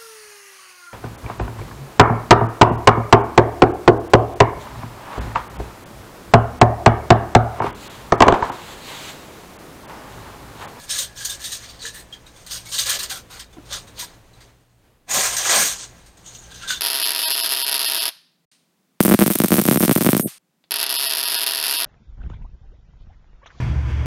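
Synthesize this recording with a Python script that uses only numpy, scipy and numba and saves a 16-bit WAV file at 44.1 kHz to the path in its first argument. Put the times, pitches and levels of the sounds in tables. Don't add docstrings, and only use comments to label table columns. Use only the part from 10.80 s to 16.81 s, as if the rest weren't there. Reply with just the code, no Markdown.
import sys
import numpy as np
from scipy import signal
from scipy.fft import rfft, irfft
from scipy.io import wavfile
from scipy.ndimage import uniform_filter1d
from numba import njit

SR = 44100
rng = np.random.default_rng(int(sys.argv[2]) if len(sys.argv) > 2 else 0)


def gain_from_decibels(decibels):
    exponent = np.asarray(decibels, float) / 20
    return 10 ** exponent


def inscribe(sig):
    pcm = np.round(np.clip(np.atleast_2d(sig).T, -1, 1) * 32767)
    wavfile.write(sys.argv[1], SR, pcm.astype(np.int16))


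N = 264908


def level(x):
    return x / np.sqrt(np.mean(x ** 2))


def curves(table):
    s, *columns = np.transpose(table)
    return [np.interp(np.arange(N) / SR, s, c) for c in columns]


def colour(x, points, lo_hz=0, top_hz=SR):
    hz = np.arange(N // 2 + 1) * SR / N + 1
    points_hz, points_db = np.transpose(points)
    db = np.interp(np.log(hz), np.log(points_hz), points_db)
    edges = 1 / np.sqrt((1 + (lo_hz / hz) ** 12) * (1 + (hz / top_hz) ** 12))
    return level(irfft(rfft(x) * gain_from_decibels(db) * edges, N))


def walk(rate_hz):
    hold = int(SR / rate_hz)
    steps = np.repeat(rng.standard_normal(400), hold)[:N]
    return level(uniform_filter1d(steps, hold))


@njit
def rings(start, hz, t60, size, count):
    out = np.zeros(count)
    for k in range(len(start)):
        turn = np.exp(2j * np.pi * hz[k] / SR - np.log(1000.) / (t60[k] * SR))
        z = size[k] + 0j
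        for i in range(start[k], min(start[k] + int(t60[k] * SR), count)):
            z *= turn
            out[i] += z.imag
    return out


# (frequency [Hz], density [dB per Hz])
MIC_RESPONSE = [(300, -18), (760, -10.5), (1750, -7.5), (2300, -5), (3750, 2), (5300, 3), (6600, 7),
                (7650, -1), (8650, 8), (9500, -9), (11200, -15), (13700, -9.5), (15000, -12), (15900, -23)]


def swarm(lo_hz, top_hz, flat_hz=None, cycles=18, run_s=.04, scatter_db=1.5, crease_db=2.0, detune=0.013):
    crease, buckle = rng.random((3000, 3, 1)), rng.random((3000, 4, 12))
    first = (np.arange(len(crease))[:, None] + crease[:, 0]) * N / len(crease) - run_s * SR / 2
    start = np.clip(first + run_s * SR * buckle[:, 0] ** 2, 0, N - 1).astype(int)
    if flat_hz is None:
        hz = lo_hz * (top_hz / lo_hz) ** crease[:, 1]
    else:
        hz = flat_hz[start]
    hz = hz * (1 + detune * (2 * buckle[:, 1] - 1))
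    luck_db = -crease_db * np.log(0.075 + crease[:, 2]) - scatter_db * np.log(0.0048 + buckle[:, 2])
    size = gain_from_decibels(luck_db) * np.sign(buckle[:, 3] - .5) * np.sqrt(hz)
    ringing = rings(start.ravel(), hz.ravel(), cycles / hz.ravel(), size.ravel(), N)
    return colour(ringing, MIC_RESPONSE, lo_hz, top_hz)


def moves(table, attack_db_s, release_db_s, middle_db, boom_db):
    s, hold_s, db, breadth_db, crisp_db = np.transpose(table)
    t = np.arange(0, N + 64, 64) / SR
    early = np.maximum(s[:, None] - t, 0)
    late = np.maximum(t - (s + hold_s)[:, None], 0)
    shares_db = [middle_db + 0.23 * breadth_db, breadth_db, 0 * db, crisp_db,
                 boom_db + 2 * breadth_db]
    swell = gain_from_decibels(-attack_db_s * early - release_db_s * late)
    power = gain_from_decibels(db + np.array(shares_db)) ** 2 @ swell ** 2
    return np.array([np.interp(np.arange(N) / SR, t, p) for p in power])


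# (time [s], hold [s], small facets [dB], breadth: large facets re small [dB],
# crispness: finest creases re small [dB])
RIM_PINCHES = [(0.0, 0.05, -40.5, -18, -4.5), (0.105, 0.14, -26.5, -9, -8),
               (0.187, 0.043, -24, -20.5, -3.5), (0.375, 0.18, -31, -12, -6.5),
               (0.62, 0.15, -33, -11, -7.5), (0.79, 0.12, -42.5, -2, -9.5), (0.94, 0.099, -47, 2, -12),
               (1.03, 0.062, -32.5, -8.5, -11.5), (1.145, 0.064, -42, -2, -1.5),
               (1.32, 0.028, -54.5, 1, -11), (1.55, 0.14, -53.5, -7, -3.5), (1.71, 0.069, -32, -5.5, -5),
               (1.86, 0.05, -42, -4, -6), (1.935, 0.098, -25.5, -8.5, -6.5), (2.07, 0.1, -23, -4, -4.5),
               (2.2, 0.063, -34, -3, -5.5), (2.305, 0.076, -32.5, -4, -4.5), (2.51, 0.07, -42.5, 3, -3.5),
               (2.595, 0.036, -52, 2, -11), (2.775, 0.021, -85, 12, -12), (2.91, 0.068, -34, -0.5, -11.5),
               (3.185, 0.059, -35, -1.5, -4), (3.28, 0.059, -53, 5, -12), (3.57, 0.13, -61.5, 7, -9.5)]


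def pinches():
    return moves(RIM_PINCHES, attack_db_s=743.5, release_db_s=540, middle_db=2, boom_db=-8.5)


def pan_body(pinched):
    body = swarm(370, 690, np.full(N, 575.), cycles=11, detune=0.074)
    return gain_from_decibels(-24) * np.sqrt(pinched[2]) * body


# (time [s], small facets [dB])
SETTLING = [(0, -50.5), (0.3, -52.5), (0.6, -51), (1.0, -60.5), (1.43, -61), (1.6, -53), (2.45, -62),
            (2.7, -79), (2.9, -54), (3.35, -62.5), (3.5, -67), (3.92, -70.5), (4.3, -97), (4.4, -56.5),
            (5.1, -52.5), (5.3, -60), (5.6, -57), (6.01, -54.5)]
SETTLING_SHARES_DB = [2, 4, 2.5, -7, 1.5]


def settling():
    return gain_from_decibels(curves(SETTLING)[0] + np.array(SETTLING_SHARES_DB)[:, None]) ** 2


# (time [s], share [dB], frequency [Hz])
FLAT_FACET = [(0, -0.5, 1694), (0.55, 2.5, 1663), (0.68, 2.5, 1820), (0.95, -14, 1690), (1.15, 5.5, 1780),
              (1.3, 2, 1770), (1.6, -6, 1510), (2.25, -2, 1740), (2.35, 2, 1410), (2.7, -6, 1500),
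              (3.3, -10, 1670), (5.5, -6.5, 1620), (5.7, 2, 1570), (6.01, 5, 1590)]


def flat_facet(lo_hz, top_hz):
    share_db, hz = curves(FLAT_FACET)
    return gain_from_decibels(share_db) * swarm(lo_hz, top_hz, hz, cycles=49, detune=0.039)


# (time [s], level [dB])
ROOM_FLOOR = [(0.0, -48.5), (1.5, -50.5), (2.1, -49), (2.6, -50.5), (3.2, -48.5), (3.6, -55), (3.95, -62),
              (4.12, -61), (4.27, -60.5), (4.34, -48.5), (4.9, -49.5), (5.05, -49.5), (5.3, -53.5),
              (5.6, -52.5), (6.01, -47.5)]
# (frequency [Hz], width [Hz], level [dB])
FRIDGE_LINES = [(57.5, 7.3, 1), (116.3, 6.4, 0.5), (170, 14, -5.5)]
# (frequency [Hz], density [dB per Hz])
ROOM_AIR = [(12, -47.5), (20, 8), (141, -4.5), (247, -7.5), (526, -7), (588, -9), (2250, -18),
            (3140, -19.5), (4650, -25), (8600, -28.5), (15900, -32.5)]


def kitchen():
    floor_db, = curves(ROOM_FLOOR)
    motor = np.zeros(N)
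    for hz, width_hz, db in FRIDGE_LINES:
        line = signal.lfilter(*signal.iirpeak(hz, hz / width_hz, SR), rng.standard_normal(N))
        motor += gain_from_decibels(db) * level(line)
    rumble = colour(rng.standard_normal(N), ROOM_AIR, 18, 330)
    air = colour(rng.standard_normal(N), ROOM_AIR, 210)
    air_db = -1 + 2.0 * walk(8)
    return gain_from_decibels(floor_db) * (gain_from_decibels(2.5) * level(motor) + gain_from_decibels(-1.5) * rumble + gain_from_decibels(air_db) * air)


# (low [Hz], top [Hz])
FACET_BANDS_HZ = [(2700, 5300), (950, 2700), (5300, 9400), (9400, 15900)]
# (time [s], peak [dB], facet [Hz], length [ms]); cracks cross many facets
CRACK_FOLDS = [(0.4472, -12, 6570, 19), (0.593, -31, 1710, 30), (0.6389, -19, 3740, 41),
               (0.7173, -20.5, 3920, 35), (1.6627, -27, 4100, 23), (1.709, -22.5, 4960, 62),
               (1.856, -40, 8500, 16), (1.915, -25, 4000, 130), (1.9843, -8.5, 3640, 25),
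               (2.057, -20, 6100, 19), (2.0916, -12.5, 8850, 22), (2.188, -16.5, 4320, 32),
               (2.229, -14, 7060, 11), (2.296, -23.5, 8600, 33), (2.593, -25, 5040, 27),
               (2.9086, -34, 8700, 48), (2.9237, -19.5, 3700, 42), (3.1698, -50, 6420, 29),
               (3.191, -23, 8800, 38), (4.2926, -28, 7000, 28), (4.5655, -4.5, 5950, 8.2),
               (4.6929, -11, 7030, 107)]
SINGING_FOLDS = [(0.091, -27, 5360, 64), (0.1025, -24, 8620, 67), (0.1855, -16.5, 3760, 16),
                 (0.3566, -41, 5500, 24), (0.4949, -19.5, 3640, 26.5), (0.608, -35.5, 1760, 35),
                 (0.8874, -35.5, 4530, 25), (0.9907, -36.5, 4450, 13), (1.0158, -34, 3940, 63),
                 (1.0526, -23.5, 1720, 22.4), (1.1426, -40, 8300, 59), (1.8863, -35, 8620, 50),
                 (2.3101, -20, 1517, 13), (2.5017, -45, 3780, 120), (4.2812, -53, 1014, 32),
                 (4.305, -18, 6900, 160), (4.5254, -23.5, 8400, 76), (5.4595, -36.5, 6630, 58),
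                 (5.5473, -36, 6200, 15), (5.6157, -46, 6340, 90), (5.712, -35, 1560, 13.5),
                 (5.7413, -38.5, 6200, 61), (5.875, -27, 3610, 93), (5.9, -20, 1484, 31)]
SQUEAK_FOLDS = [(1.0036, -44, 4450, 55), (1.323, -36, 3230, 27), (1.86, -51, 2230, 43),
                (5.5837, -46.5, 6780, 24), (5.825, -35, 1380, 16), (5.831, -42.5, 1578, 81)]
# (time [s], peak [dB], facet [Hz])
TICK_FOLDS = [(1.4622, -37, 3810), (1.5599, -43, 3460), (2.7054, -51, 2480), (2.7257, -44, 3540),
              (2.8524, -42.5, 3550), (3.07, -37, 3810), (3.3435, -59, 3970), (3.53, -48, 4000),
              (3.604, -41.5, 4700), (5.2588, -42, 8800), (5.37, -43.5, 6600)]


def folds(sharpness=25.0, reach_db=1.0):
    burst, song = np.zeros((4, N)), np.zeros(N)
    t = np.arange(SR // 4) / SR
    rise = 1 - np.exp(-t / .0025)
    centres_hz = np.sqrt(np.prod(FACET_BANDS_HZ, axis=1))[:, None]
    rows = [(*r, -13.5) for r in CRACK_FOLDS]
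    rows += [(*r, -4) for r in SINGING_FOLDS]
    rows += [(*r, 6) for r in SQUEAK_FOLDS]
    rows += [(*r, 29, -11) for r in TICK_FOLDS]
    for s, peak_db, hz, length_ms, song_db in rows:
        shape = gain_from_decibels(peak_db) * rise * np.exp(-(1000 * t / max(length_ms, 3)) ** 1.4)
        q = sharpness * min(1, (3300 / hz) ** 1.2)
        facet = signal.iirpeak(hz, q, SR)
        shaken = signal.lfilter(*facet, signal.lfilter(*facet, rng.standard_normal(len(t))))
        i = int(s * SR)
        reach = gain_from_decibels(-reach_db * np.abs(np.log2(hz / centres_hz)))
        burst[:, i:i + len(t)] += reach * shape[:N - i]
        song[i:i + len(t)] += (gain_from_decibels(song_db + 0.5) * shape * level(shaken))[:N - i]
    return burst, song


# (time [s], peak [dB], frequency [Hz])
LONE_SNAPS = [(0.1032, -14, 8560), (1.0525, -17, 1750), (1.0664, -16, 3990), (1.7704, -18, 4930),
              (1.9824, -7, 3660), (2.0004, -8, 6540), (2.1274, -11, 3130), (2.9248, -15, 3680),
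              (4.8034, -4, 6490), (5.9054, -11, 1570)]


def snaps():
    s, peak_db, hz = np.transpose(LONE_SNAPS)
    start, size = (s * SR).astype(int), gain_from_decibels(peak_db + 7)
    return rings(start, hz, 14 / hz, size, N) - rings(start, hz, 5 / hz, size, N)


# (time [s], peak [dB], frequency [Hz], t60 [s])
PAN_KNOCKS = [
    (1.04, -36.5, 459, 0.28),
    (2.313, -33.5, 777, 0.16),
    (2.769, -34, 341, 0.18),
    (2.77, -42, 995, 0.05),
    (2.784, -29.5, 294, 0.11),
    (2.785, -43, 1390, 0.04),
    (2.909, -36.5, 570, 0.16),
    (3.227, -28, 972, 0.056),
]


def pan():
    s, peak_db, hz, t60_s = np.transpose(PAN_KNOCKS)
    start = (s * SR).astype(int)
    low = rings(start, hz, t60_s, gain_from_decibels(peak_db), N)
    overtone = rings(start, 2.1 * hz, .5 * t60_s, gain_from_decibels(peak_db - 8), N)
    return low + overtone


SHEET_FLAPS = [(4.292, 0.068, -32.5, 3, -6.5), (4.345, 0.048, -14, -1.5, -6),
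               (4.435, 0.029, -16.5, -3, -6.5), (4.51, 0.044, -25.5, -1.5, -9),
               (4.585, 0.093, -20, -3.5, -6.5), (4.655, 0.03, -18, -3.5, -14),
               (4.695, 0.073, -14.5, 0, -10), (4.75, 0.084, -15, -4, -5), (4.8, 0.099, -19.5, -7.5, -7),
               (4.91, 0.024, -24.5, -8, -19), (4.99, 0.055, -34, -9, -31)]


def flaps():
    return moves(SHEET_FLAPS, attack_db_s=1307, release_db_s=246, middle_db=-3, boom_db=-8)


# (time [s], level [dB])
AIR_WHUMPS = [
    (4.31, -49),
    (4.38, -35.5),
    (4.46, -52),
    (4.74, -39.5),
    (4.8, -34.5),
    (4.85, -40.5),
    (5.93, -52),
]


def whumps():
    swing = np.zeros(N)
    for s, db in AIR_WHUMPS:
        swing += gain_from_decibels(db) * np.exp(-((np.arange(N) / SR - s) / 0.032) ** 2)
    return swing * colour(rng.standard_normal(N), MIC_RESPONSE, 144, 310)


def sheet(boom, flapped):
    bend = gain_from_decibels(-3.5) * swarm(460, 1000, np.full(N, 679.), cycles=17, detune=0.21)
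    return gain_from_decibels(-3) * boom * swarm(324, 1120, cycles=18) + np.sqrt(flapped[4]) * bend + whumps()


SHEET_TURNS = [
    (5.455, 0.025, -43.5, -35, -15),
    (5.545, 0.026, -41.5, -44, -13),
    (5.6, 0.057, -50, -34, -16),
    (5.705, 0.11, -51.5, -0.5, -8),
    (5.82, 0.03, -43, -2.5, -12),
    (5.89, 0.04, -33.5, -2.5, -7),
]


def turns():
    return moves(SHEET_TURNS, attack_db_s=700, release_db_s=266, middle_db=7, boom_db=-14)


# (frequency [Hz], level [dB])
EDGE_ON = [(900, -1), (2500, 1.5), (3600, 0.5), (5000, -5), (6400, 4), (8500, -1), (13000, -1)]
KICK_DB = [-12.5, -15.5, -11.5, -7]


def crackle(facets, burst, turned_power):
    patchy_db = 1.0 * np.array([walk(25) for _ in FACET_BANDS_HZ])
    hands = gain_from_decibels(-5 + 1.36 * walk(35) + patchy_db)
    work = (hands + gain_from_decibels(np.array(KICK_DB))[:, None] * burst / facets[2]) * facets
    middle, large, small, fine = FACET_BANDS_HZ
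    large_swarm = gain_from_decibels(-2.0) * (swarm(*large) + flat_facet(*large))
    swarms = [swarm(*middle), large_swarm, swarm(*small), swarm(*fine)]
    whole = np.sum(work * swarms, axis=0)
    turned = whole * turned_power / facets[2] ** 2
    return whole - turned + np.std(turned) * colour(turned, EDGE_ON)


def foil():
    pinched, flapped, turned = pinches(), flaps(), turns()
    *facets, boom = np.sqrt(pinched + flapped + turned + settling())
    burst, song = folds()
    crackling = crackle(facets, burst, turned[2])
    return crackling + song + snaps() + pan_body(pinched) + sheet(boom, flapped)


def room(x):
    t60_s, tail_db = 0.081, -11.5
    t = np.arange(SR // 2) / SR
    tail = rng.standard_normal(len(t)) * 1000. ** (-t / t60_s) * (t > .002)
    tail /= np.sqrt(np.sum(tail ** 2))
    return x + gain_from_decibels(tail_db) * signal.fftconvolve(x, tail)[:N]


def scene():
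    capsule = gain_from_decibels(-71) * colour(rng.standard_normal(N), [(2000, -8), (10000, -3.5)], 2500)
    mid = room(foil() + pan()) + kitchen() + capsule
    follow = np.sqrt(uniform_filter1d(np.diff(mid, prepend=0) ** 2, 1024) + 1e-12)
    hiss_points = [(300, -3), (1200, 0), (3000, 1.5), (5600, 5), (9000, 0), (14000, -2)]
    hiss = colour(rng.standard_normal(N), hiss_points, 250)
    side = gain_from_decibels(-25) * follow * hiss + gain_from_decibels(-22) * kitchen()
    return np.array([mid + side, mid - side])


def roll_off(x):
    return signal.sosfilt(signal.butter(12, 16050, fs=SR, output="sos"), x)


def record(dry):
    mix = 0.68 * np.tanh(dry / 0.93)
    return roll_off(mix)


dry = scene()
out = record(dry)
inscribe(out)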